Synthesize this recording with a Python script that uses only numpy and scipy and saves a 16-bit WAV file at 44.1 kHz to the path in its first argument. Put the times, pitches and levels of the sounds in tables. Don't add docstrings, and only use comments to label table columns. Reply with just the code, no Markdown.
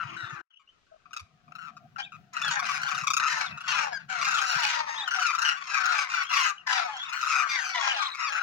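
import sys
import numpy as np
from scipy import signal
from scipy.fft import rfft, irfft, next_fast_len
from scipy.io import wavfile
from scipy.ndimage import uniform_filter1d

SR = 44100
rng = np.random.default_rng(int(sys.argv[2]) if len(sys.argv) > 2 else 0)


def persist_wave(psi):
    counts = np.round(np.clip(psi, -1, 1) * 32767).astype(np.int16)
    wavfile.write(sys.argv[1], SR, np.atleast_2d(counts).T)


N = 371322
TIME = np.arange(N) / SR
TOP_HZ = 15900


def undb(db):
    return 10 ** (np.asarray(db) / 20)


def unit(x):
    return x / np.sqrt(np.mean(x ** 2) + 1e-18)


def curves(table):
    s, *columns = np.transpose(table)
    return [np.interp(TIME, s, c) for c in columns]


def gain_at(hz, colour):
    f, db = np.transpose(colour)
    return undb(np.interp(np.log(hz + 1e-9), np.log(f), db))


def tint(x, colour):
    size = next_fast_len(N + 4096)
    gain = gain_at(np.fft.rfftfreq(size, 1 / SR), colour)
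    return irfft(rfft(x, size) * gain, size)[..., :N]


def wander(size, rate_hz):
    place = np.arange(size) / SR * rate_hz
    points = np.random.default_rng(rng.integers(1 << 30)).standard_normal(int(place[-1]) + 2)
    k = place.astype(int)
    ramp = np.sin(np.pi / 2 * (place - k)) ** 2
    return points[k] + (points[k + 1] - points[k]) * ramp


def swell(u, rise, fall):
    return np.sin(np.pi / 2 * np.clip(u / rise, 0, 1)) * np.sin(np.pi / 2 * np.clip((1 - u) / fall, 0, 1))


def add(out, start_s, sound, lag_s=0.000858, lag_spread_s=.00016, pan_db=1.0):
    bearing, side = rng.standard_normal(2)
    paths = [(lag_s + lag_spread_s * bearing, pan_db * side), (0, -pan_db * side)]
    for channel, (late_s, db) in enumerate(paths):
        start = int(np.clip((start_s + late_s) * SR, 0, N))
        part = sound[:N - start]
        out[channel, start:start + len(part)] += part * undb(db)


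# (per Hz, relative)
AIR_COLOUR = [(30, 1), (200, 4.5), (450, 6.5), (700, 3.5), (1300, -13), (2000, -5), (2900, -1),
              (4000, -1.5), (6500, -5), (8000, -13.5), (15000, -48)]


def air(level_db=-70, waver_db=1.0):
    hush = unit(tint(rng.standard_normal((2, N)), AIR_COLOUR))
    return hush * undb(level_db + waver_db * wander(N, 12.0))


# start_s, low_part_level_db, upper_part_level_db
HUM_LEVELS = [(0.0, -67, -71), (0.25, -79, -72), (0.42, -99, -99), (0.53, -99, -99), (1.3, -76.5, -71),
              (1.62, -65.5, -67.5), (1.96, -64, -68), (2.4, -62.5, -65), (3.101, -65.5, -65.5),
              (3.49, -60.5, -66), (4.04, -66.5, -70), (4.62, -72, -75), (4.9, -73, -74),
              (8.3, -82.5, -81.5)]
# (per Hz, relative)
HUM_LOW_COLOUR = [(25, -38.5), (60, -29), (100, -11), (155, 5.5), (210, -2.5), (280, -23), (400, -22),
                  (900, -52)]
# (per Hz, relative)
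HUM_UPPER_COLOUR = [(100, -37), (170, -3), (230, 3), (300, -7.5), (400, -42), (560, -19), (720, 10.5),
                    (900, -34), (2000, -57)]


def low_hum(trim_db=5, side_db=-10, waver_db=5.0):
    out = np.zeros((2, N))
    for colour, level_db in zip([HUM_LOW_COLOUR, HUM_UPPER_COLOUR], curves(HUM_LEVELS)):
        mid, side = rng.standard_normal((2, N))
        stereo = mid + undb(side_db) * side * np.array([[1], [-1]])
        out += unit(tint(stereo, colour)) * undb(level_db + trim_db + waver_db * wander(N, 20))
    return out


RING_WIDTH_HZ = 640


def voice(cycles, hz, throat, treble_db, ring_hz=0, ring_db=0, own_db=3.0):
    size = 2048
    overtones = hz * np.arange(1, int(TOP_HZ / hz) + 1)
    weights = gain_at(overtones, throat) * gain_at(overtones, [(1600, 0.0021), (4500, treble_db)])
    weights = weights * undb(ring_db * np.exp(-((overtones - ring_hz) / RING_WIDTH_HZ) ** 2))
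    own_level, own_phase = rng.standard_normal((2, 40))[:, :len(weights)]
    spectrum = weights * undb(own_db * own_level) * np.exp(1.2j * own_phase)
    shape = irfft(np.r_[0, spectrum], size)
    return np.interp(cycles % 1 * size, np.arange(size), shape)


# hz, gain_db
RATTLE_THROAT = [(1300, 2.5), (2600, -6.5), (3800, -11), (5000, -8.5), (6700, -6), (8000, -24),
                 (10500, -28.5), (13500, -50.5), (15000, -34.5)]


def croak(hz, treble_db, fray=0, gap=0.85, pulse_hz=152, slowing=1.2, jitter=0.03495,
          waver=0.052, uneven_db=1.5, snap_share=0.32):
    size = len(hz)
    bird_rate = 1 + .07 * rng.standard_normal()
    rate_hz = pulse_hz * (hz / hz[0]) ** slowing * bird_rate * np.exp(jitter * wander(size, 110.04))
    p = np.cumsum(rate_hz) / SR % 1
    rasp = (.022 + .1 * fray) * wander(size, 1100)
    cycles = p * hz / rate_hz + rasp + waver * wander(size, 166.0)
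    tone = voice(cycles, hz[0], RATTLE_THROAT, treble_db)
    body = uniform_filter1d(tone, size=9)
    ring = unit(np.sin(np.pi * p ** 0.83) ** gap)
    snap = unit((p / snap_share) ** 2 * np.exp(-2 * p / snap_share))
    return unit((body * ring + (tone - body) * snap) * undb(uneven_db * wander(size, 146.4)))


NOTE_GAP_S = .032


def note(hz, treble_db, fade_s):
    t = np.arange(int(NOTE_GAP_S * SR)) / SR
    envelope = np.exp(-((t - .003) / fade_s) ** 2) * swell(t / t[-1], 0.13, 0.15)
    sound = croak(hz * (1 - 3.09 * t), treble_db) * envelope
    return sound / np.abs(sound).max()


def rattle(length_s, first_hz, last_hz, treble_db, roll_hz=31, roll_depth=0.38):
    u = np.linspace(0, 1, int(length_s * SR))
    throb = 1 + roll_depth * (1 - u) * np.sin(2 * np.pi * roll_hz * length_s * u)
    sound = croak(first_hz + (last_hz - first_hz) * u ** 2, treble_db, u ** 4, gap=0.73)
    return unit(sound * throb * swell(u, 0.03, 0.26))


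NOTE_PEAK_DB, NOTE_TREBLE_DB = 11, 6.5
NOTE_FADE_S, NOTE_STRETCH_S_PER_S = .013, 0.017
CLIMB_PER_S, RATTLE_SAG_PER_S = 0.88, 1.195


def roll(notes, rattle_s, hz, treble_db):
    lead_s = round(notes) * NOTE_GAP_S
    out = np.zeros(int((lead_s + rattle_s + NOTE_GAP_S) * SR))
    parts = []
    if rattle_s * SR > 2:
        last_hz = hz * (1 - RATTLE_SAG_PER_S * rattle_s)
        parts.append((lead_s, rattle(rattle_s, hz, last_hz, treble_db)))
    for s in np.arange(round(notes)) * NOTE_GAP_S:
        note_hz = hz * (1 - CLIMB_PER_S * (lead_s - s))
        fade_s = NOTE_FADE_S + NOTE_STRETCH_S_PER_S * s
        parts.append((s, note(note_hz, treble_db + NOTE_TREBLE_DB, fade_s) * undb(NOTE_PEAK_DB)))
    for s, part in parts:
        out[int(s * SR):][:len(part)] += part
    return out


# start_s, note_count, rattle_s, pitch_hz, level_db, treble_db
ROLLS = [(0, 0, 0.042, 1380, -39.5, -34), (0.165, 0, .12, 1475, -48, -14.5),
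         (0.297, 0, 0.068, 1304, -51.5, -11), (.596, 0, 0.038, 1180, -50, -10),
         (1.056, 1, 0, 1325, -53, -27), (1.108, 1, 0, 1310, -55, -13), (1.132, 1, 0.01, 1370, -38.5, -6.5),
         (1.165, 1, 0, 1354, -36, -5.5), (1.195, 1, 0, 1266, -44, 5.5), (1.479, 1, 0.0023, 1290, -56, -26),
         (1.521, 0, 0.0083, 1331, -44.5, -9), (1.552, 1, 0.13, 1403, -43.5, -12),
         (1.767, 1, 0, 1335, -47, -15), (1.96, 1, 0.012, 1460, -42, -24), (2.121, 0, 0.05, 1300, -46, -14),
         (2.334, 1, 0.0066, 1405, -44, 13), (2.366, 1, 0, 1477, -31, -11),
         (2.416, 4, 0.0013, 1593, -28.5, -6.5), (2.593, 1, 0.00075, 1210, -28, -6.5),
         (2.629, 2, 0.0077, 1329, -41, -3), (2.688, 0, 0.04, 1190, -28.5, -7),
         (2.711, 1, 0.047, 1260, -36.5, 6), (2.816, 1, 0.045, 1416, -35, -7),
         (2.883, 4, 0, 1360, -32, -4.5), (3.037, 1, 0.0026, 1205, -32, -3),
         (3.071, 4, 0.003, 1375, -23.5, -0.5), (3.198, 1, 0.067, 1347, -25.5, -9.5),
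         (3.317, 4, 0.029, 1458, -36, -5), (3.575, 2, 0.041, 1443, -39.5, -14.5),
         (3.728, 1, 0.062, 1312, -31.5, -17), (4.101, 3, 0.041, 1470, -41, -11),
         (4.214, 4, 0.063, 1388, -28, -3.5), (4.383, 5, 0.043, 1478, -29.5, -4),
         (4.601, 2, 0.021, 1492, -30.5, 2), (5.077, 1, 0.062, 1487, -30.5, -11),
         (5.186, 2, 0.012, 1444, -27.5, -12), (5.265, 1, 0, 1384, -28.5, -4.5),
         (5.299, 1, 0.024, 1340, -31, -14), (5.349, 1, 0.0042, 1353, -27.5, -8),
         (5.386, 2, 0.076, 1456, -26, -4), (5.742, 4, 0.093, 1443, -31, -10),
         (6.138, 1, 0.067, 1457, -28.5, -16), (6.328, 0, 0.11, 1177, -28, 2.5),
         (6.366, 3, 0.053, 1363, -29, 1.5), (7.094, 1, 0, 1390, -38.5, -1),
         (7.126, 0, 0.16, 1432, -35.5, -0.5), (7.229, 1, 0.011, 1363, -27, -14),
         (7.267, 2, 0.15, 1391, -27.5, -11), (7.581, 0, 0.15, 1640, -36.5, 4.5),
         (8.349, 0, 0.16, 1458, -31.5, -30)]


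def near_rolls(trim_db=1):
    out = np.zeros((2, N))
    for start_s, notes, rattle_s, hz, level_db, treble_db in ROLLS:
        add(out, start_s - .0015, roll(notes, rattle_s, hz, treble_db) * undb(level_db + trim_db))
    return out


def far_roll(length_s, pitch, treble_db, rattle_hz=1400):
    return roll(1, length_s - NOTE_GAP_S, rattle_hz * (1 + .1 * pitch), treble_db)


def far_trumpet(length_s, pitch, treble_db, trumpet_hz=960, drop=.83, hoarse=0.56):
    hz = trumpet_hz * (1 + .2 * pitch)
    return trumpet(length_s, hz, drop * hz, treble_db, hoarse, hz * rng.uniform(1, 3))


def chorus(call, wave_db, colour, treble_db, count=108, excitement=0.73, usual_db=-34, scatter_db=2.0):
    out = np.zeros((2, N))
    for k, (when, long, pitch, loud) in enumerate(rng.uniform(-1, 1, (count, 4))):
        start_s = max(0, (k + when) / count * TIME[-1] - .05)
        length_s = .13 + 0.04484 * long
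        middle = min(N - 1, int((start_s + length_s / 2) * SR))
        harder_db = np.clip(wave_db[middle] - usual_db, -20, 6)
        sound = call(length_s, pitch, treble_db + excitement * harder_db)
        add(out, start_s, sound * undb(scatter_db * loud))
    out = tint(shore(out), colour)
    loudness = np.sqrt(uniform_filter1d(np.mean(out ** 2, axis=0), SR // 16) + 1e-3)
    return out / loudness * undb(wave_db)


# start_s, length_s, level_db, trumpeter_share (0-1)
BOUTS = [(0, 0.56, -52, 0.3), (2.326, 0.15, -39.5, 0.15), (2.424, 0.19, -32, 0.6),
         (2.633, 0.44, -34.5, 0.28), (3.181, 0.18, -31.5, 0.19), (3.268, 0.21, -33.5, 0.8),
         (3.382, 0.68, -49.5, 0.35), (3.657, 0.24, -31, 0.48), (4.082, 0.18, -33.5, 0.77),
         (4.199, 0.65, -31, 0.47), (4.834, 0.87, -41.5, 0.5), (5.083, 0.29, -33, 0),
         (5.395, 0.18, -30.5, 0.03), (5.663, 0.18, -34.5, 0.52), (5.722, 0.35, -29.5, 0.27),
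         (6.035, 0.26, -37, 0.27), (6.286, 0.23, -28, 0.19), (6.51, 0.39, -59, 0.25),
         (6.661, 0.2, -29, 0.83), (6.802, 1.9, -42, 0.34), (7.106, 0.19, -38, 0),
         (7.265, 0.21, -28.5, 0.07), (7.454, 0.28, -38.5, 0.38), (7.73, 0.21, -33, 0.96),
         (7.936, 0.16, -33, 0.93), (8.175, 0.41, -34, 0.28)]
BOUT_ATTACK_S, BOUT_RELEASE_S = 0.03, 0.059
MURMUR_DB = -73


def bouts():
    power = np.outer([.8, .2], np.full(N, undb(MURMUR_DB) ** 2))
    for start_s, length_s, level_db, share in BOUTS:
        attack_end_s = start_s + min(BOUT_ATTACK_S, length_s / 2)
        release_s = start_s + max(length_s - BOUT_RELEASE_S, length_s / 2)
        corners_s = [start_s, attack_end_s, release_s, start_s + length_s]
        share = np.clip(share, 0, 1)
        envelope = np.interp(TIME, corners_s, [0, undb(level_db), undb(level_db), 0])
        power += np.outer([1 - share, share], envelope ** 2)
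    return 10 * np.log10(power)


# hz, gain_db
FAR_ROLL_COLOUR = [(700, -0.5), (1000, 7.5), (1350, -1), (1950, 13), (2500, 5.5), (3200, -2.5), (5000, 3),
                   (9000, -2.5), (15000, -0.5)]
# hz, gain_db
FAR_TRUMPET_COLOUR = [(600, 4), (950, -2), (1400, 10), (2000, -3), (2600, -2), (3300, 4.5), (5000, 1),
                      (9000, 6.5), (15000, -6)]


def flock(roll_db=2.5, trumpet_db=4.0):
    rolling_db, trumpeting_db = bouts()
    rolling = chorus(far_roll, rolling_db, FAR_ROLL_COLOUR, treble_db=0.0)
    trumpeting = chorus(far_trumpet, trumpeting_db, FAR_TRUMPET_COLOUR, treble_db=-0.5)
    return rolling * undb(roll_db) + trumpeting * undb(trumpet_db)


# start_s, pitch_hz, level_db
THUMPS = [(0.039, 130, -54), (0.224, 124.4, -55.5), (0.319, 147, -53), (1.201, 92, -58),
          (3.016, 151.4, -47), (4.551, 156, -47)]


def thumps(length_cycles=4.9):
    out = np.zeros((2, N))
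    for start_s, hz, level_db in THUMPS:
        t = np.arange(int(length_cycles / hz * SR)) / SR
        add(out, start_s, unit(np.sin(2 * np.pi * hz * t) * np.hanning(len(t))) * undb(level_db))
    return out


def whistle(length_s, first_hz, middle_hz, last_hz, hoarse=0, overtone_db=-20, quaver=0.012, flutter_hz=210):
    u = np.linspace(0, 1, int(length_s * SR))
    hz = np.polyval(np.polyfit([0, .5, 1], [first_hz, middle_hz, last_hz], 2), u)
    flutter = np.sin(2 * np.pi * flutter_hz * length_s * u + wander(len(u), 80))
    flutter = flutter + .6 * wander(len(u), 500)
    phase = 2 * np.pi * np.cumsum(hz * (1 + quaver * wander(len(u), 420))) / SR + 1.5 * hoarse * flutter
    tone = np.sin(phase) + undb(overtone_db) * np.sin(2 * phase)
    return unit(tone * undb(5.4 * wander(len(u), 170)) * swell(u, 0.06, 0.15))


# start_s, length_s, first_hz, middle_hz, last_hz, level_db, hoarseness (0-1)
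WHISTLES = [(.17, 0.15, 3930, 3740, 3530, -59, 0.4), (0.051, 0.13, 2900, 2800, 2660, -62.5, 0.6),
            (0.497, 0.095, 3180, 2900, 3100, -46, 0.32), (0.673, 0.035, 2740, 3010, 3100, -56.5, 0.1),
            (1.993, 0.069, 3030, 3220, 3880, -42.5, 0.37), (2.045, 0.037, 2790, 2520, 2370, -52.5, 0.1),
            (2.421, 0.088, 3490, 3400, 2800, -36.5, 0.1), (3.391, 0.096, 4290, 4030, 3430, -44, 0.3),
            (3.487, 0.09, 2725, 2595, 2600, -50.5, 0.2), (4.341, 0.067, 4120, 3270, 3140, -38, 0.5),
            (4.961, 0.066, 3100, 3770, 3360, -36.5, 0), (5.009, 0.039, 3330, 3550, 4000, -37, 0.1),
            (5.059, 0.047, 3273, 2996, 2850, -41, 0.08), (6.24, 0.085, 3002, 3275, 3350, -48, 0.2),
            (6.571, 0.054, 3017, 2880, 2746, -52, 0.3), (6.924, 0.068, 3070, 3160, 3260, -46, 0.1),
            (6.983, 0.065, 3300, 3380, 3680, -39, 0.1), (6.997, 0.062, 3370, 3110, 3070, -46, 0),
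            (7.054, 0.0532, 3740, 3660, 3360, -47, 0.2), (7.517, 0.059, 3950, 3760, 3730, -41.5, 0),
            (7.734, 0.062, 3450, 3500, 3350, -42, 0.3), (7.802, 0.14, 3370, 3140, 2974, -36.5, 0.4),
            (7.852, 0.059, 3480, 3320, 3150, -43, 0.4), (7.944, 0.045, 2830, 2760, 2670, -42, 0.4),
            (7.94, .07, 4350, 4370, 4150, -46, 0.8), (8, 0.09, 4020, 3880, 3920, -37, 0.5),
            (7.949, 0.13, 3790, 3540, 3360, -42.5, 0.4), (8.079, 0.082, 3900, 3930, 3620, -43.5, 0.5)]


def young_whistles(trim_db=2):
    out = np.zeros((2, N))
    for start_s, length_s, first_hz, middle_hz, last_hz, level_db, hoarse in WHISTLES:
        sound = whistle(length_s, first_hz, middle_hz, last_hz, hoarse)
        add(out, start_s, sound * undb(level_db + trim_db))
    return out


# start_s, length_s, pitch_hz, level_db
FAR_TONES = [(0.076, 0.17, 335, -60), (.24, 0.205, 345, -66.5), (0.91, 0.063, 643, -50)]


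def far_tones():
    out = np.zeros((2, N))
    for start_s, length_s, hz, level_db in FAR_TONES:
        add(out, start_s, whistle(length_s, hz, hz, .96 * hz) * undb(level_db))
    return out


# hz, gain_db
TRUMPET_THROAT = [(700, 7.5), (1000, 1), (1700, 1), (2500, -2), (3300, -10), (4800, -0.5), (6700, -4.5),
                  (8000, -23.5), (13500, -42), (15000, -42)]
RING_DB = 7


def trumpet(length_s, first_hz, last_hz, treble_db, hoarse, ring_hz, flap_depth=0.62, uneven_db=4.5, tire_db=4):
    u = np.linspace(0, 1, int(length_s * SR))
    hoarse = np.clip(hoarse, 0, 1)
    sag = u ** rng.uniform(1.2, 2.4)
    wobble = 1 + (.006 + .013 * hoarse) * wander(len(u), 80)
    cycles = np.cumsum((first_hz + (last_hz - first_hz) * sag) * wobble) / SR
    flap = np.sin(2 * np.pi * cycles / rng.uniform(2.8, 4) + wander(len(u), 90))
    scatter = .014 * wander(len(u), 900) + .08 * wander(len(u), 190) + .05 * flap
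    tone = voice(cycles + hoarse * scatter, first_hz, TRUMPET_THROAT, treble_db, ring_hz, RING_DB)
    shake = undb(uneven_db * np.sqrt(hoarse) * wander(len(u), 194.3))
    shake = shake * (1 + flap_depth * np.sqrt(hoarse) * flap)
    catch = 1 + .38 * np.clip(wander(len(u), 70), -2, 1.3)
    return unit(tone * shake * catch * undb(-tire_db * sag) * swell(u, 0.11, 0.15))


# start_s, length_s, pitch_hz, sag_per_s (share), level_db, treble_db,
# hoarseness (clipped to 0-1), ring_hz
TRUMPETS = [(1.979, 0.046, 821, 0.78, -34, -4.5, 0.4, 1630), (2.525, 0.14, 850, 1.88, -31, -18, 0.9, 1699),
            (2.634, 0.072, 848, 0.95, -38.5, 7.5, 0.7, 2500),
            (3.284, 0.12, 916, 0.57, -34, -15, 0.72, 2720),
            (3.375, 0.15, 796, 1.31, -34.5, 1.5, 0.77, 1446),
            (3.678, 0.046, 926, 0.24, -30.5, 10, 0.2, 2880), (3.734, .11, 1042, 1.45, -36, -8, 0.47, 3150),
            (3.774, 0.17, 894, 1.65, -32, -5, 0.94, 1010), (3.927, 0.053, 1692, 1.9, -33.5, -3, 0.09, 1650),
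            (4.264, 0.13, 808, 0.93, -34, -7, 0.65, 1277), (4.446, 0.17, 1008, 1.4, -33.5, 12, 0.5, 1000),
            (4.616, .13, 868, 1.56, -29, 5.5, 0.84, 2500), (4.757, 0.17, 963, 1.02, -29.5, -7, 0.77, 1000),
            (4.878, 0.15, 932, 0.94, -37, -1.5, 0.3, 900), (4.96, 0.14, 895, 2, -41, -16, 0, 850),
            (5.106, 0.051, 1408, 1, -39, -14, 0.23, 1400), (5.147, 0.073, 770, 0.99, -33.5, -12, 0, 780),
            (5.2, 0.1, 1480, 1.6, -28, -5, 0.04, 1400), (5.281, 0.087, 1227, 0.81, -32.5, -8, 0, 1200),
            (5.83, .15, 1540, 1.284, -32.5, -12, 0.65, 1446),
            (5.918, 0.16, 1206, 1.2, -33.5, -2, 1.02, 2380),
            (6.093, 0.15, 1202, 0.68, -32.5, -2.5, 0.56, 2360), (6.33, 0.1, 1175, 0.63, -31, 5, 0.65, 1190),
            (6.449, 0.084, 1266, 1.26, -30, -22, 0.5, 1180),
            (6.666, 0.13, 1011, 0.74, -30.5, -0.5, 0.45, 1400),
            (6.69, 0.11, 872, 0.94, -34.5, -4, 0.56, 1700), (6.743, 0.15, 831, 1.2, -30.5, -2.5, 0.38, 860),
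            (6.776, 0.14, 1350, 0.79, -35.5, -12, 0.13, 3940),
            (6.873, 0.12, 871, 1.5, -35, -16.5, 0.37, 880), (7.488, 0.1, 1191, 0.43, -32, 4, 0.27, 4762),
            (7.503, 0.11, 1099, 2, -32, 0, 0.38, 2220), (7.639, 0.12, 1221, 1.1, -37.5, 11, 0.45, 2400),
            (7.739, 0.124, 1006, 0.86, -30, -7.5, 0.54, 1713),
            (7.82, 0.12, 818.4, 0.34, -28.5, -6.5, 0.58, 1660),
            (7.85, 0.12, 860, 2.34, -31.5, -12, 0.72, 750),
            (7.99, 0.109, 1246, 1.74, -32.5, -11.5, 0.45, 1100),
            (8.189, 0.109, 1328, 1.83, -31.5, 1, 0, 1300)]


def near_trumpets(trim_db=0):
    out = np.zeros((2, N))
    for start_s, length_s, hz, sag_per_s, level_db, treble_db, hoarse, ring_hz in TRUMPETS:
        last_hz = hz * (1 - sag_per_s * length_s)
        sound = trumpet(length_s, hz, last_hz, treble_db, hoarse, ring_hz)
        add(out, start_s, sound * undb(level_db + trim_db))
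    return out


def shore(x, echo_db=-11, t60_s=0.23):
    t = np.arange(SR // 3) / SR
    tail = rng.standard_normal((2, len(t))) * np.exp(-np.log(1000) * t / t60_s) * (t > .003)
    tail = tail / np.sqrt(np.sum(tail ** 2, axis=1, keepdims=True))
    echo = signal.fftconvolve(x, tail, axes=1)[:, :N]
    return x + undb(echo_db) * tint(echo, [(2000, 0), (12000, -6)])


def scene(low_edge_hz=640):
    country = air() + low_hum() + thumps() + far_tones()
    birds = near_rolls() + flock() + young_whistles() + near_trumpets()
    high_pass = signal.butter(6, low_edge_hz, "high", fs=SR, output="sos")
    return shore(signal.sosfilt(high_pass, birds)) + country


# start_s, gain_db
DIP = [(.413, -2), (.42, -43), (.495, -65), (.505, -32.5), (.73, -9.5)]


def record(dry):
    left = tint(dry[0], [(60, 15.3), (200, 8.4), (700, 6.6), (1300, 11.53), (2400, 14.3),
                         (4400, 7.0), (8000, 3.75), (15000, 15.4)])
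    right = tint(dry[1], [(60, 17.5), (200, 3.0), (700, 0.5), (1300, 0.0), (2400, 8.0),
                          (4400, 5.5), (8000, 4.0), (15000, 9.5)])
    dip_gain = undb(curves(DIP)[0])
    low_pass = signal.ellip(8, .2, 70, TOP_HZ, fs=SR, output="sos")
    return signal.sosfilt(low_pass, np.array([left, right]) * dip_gain)


dry = scene()
out = record(dry)
persist_wave(out)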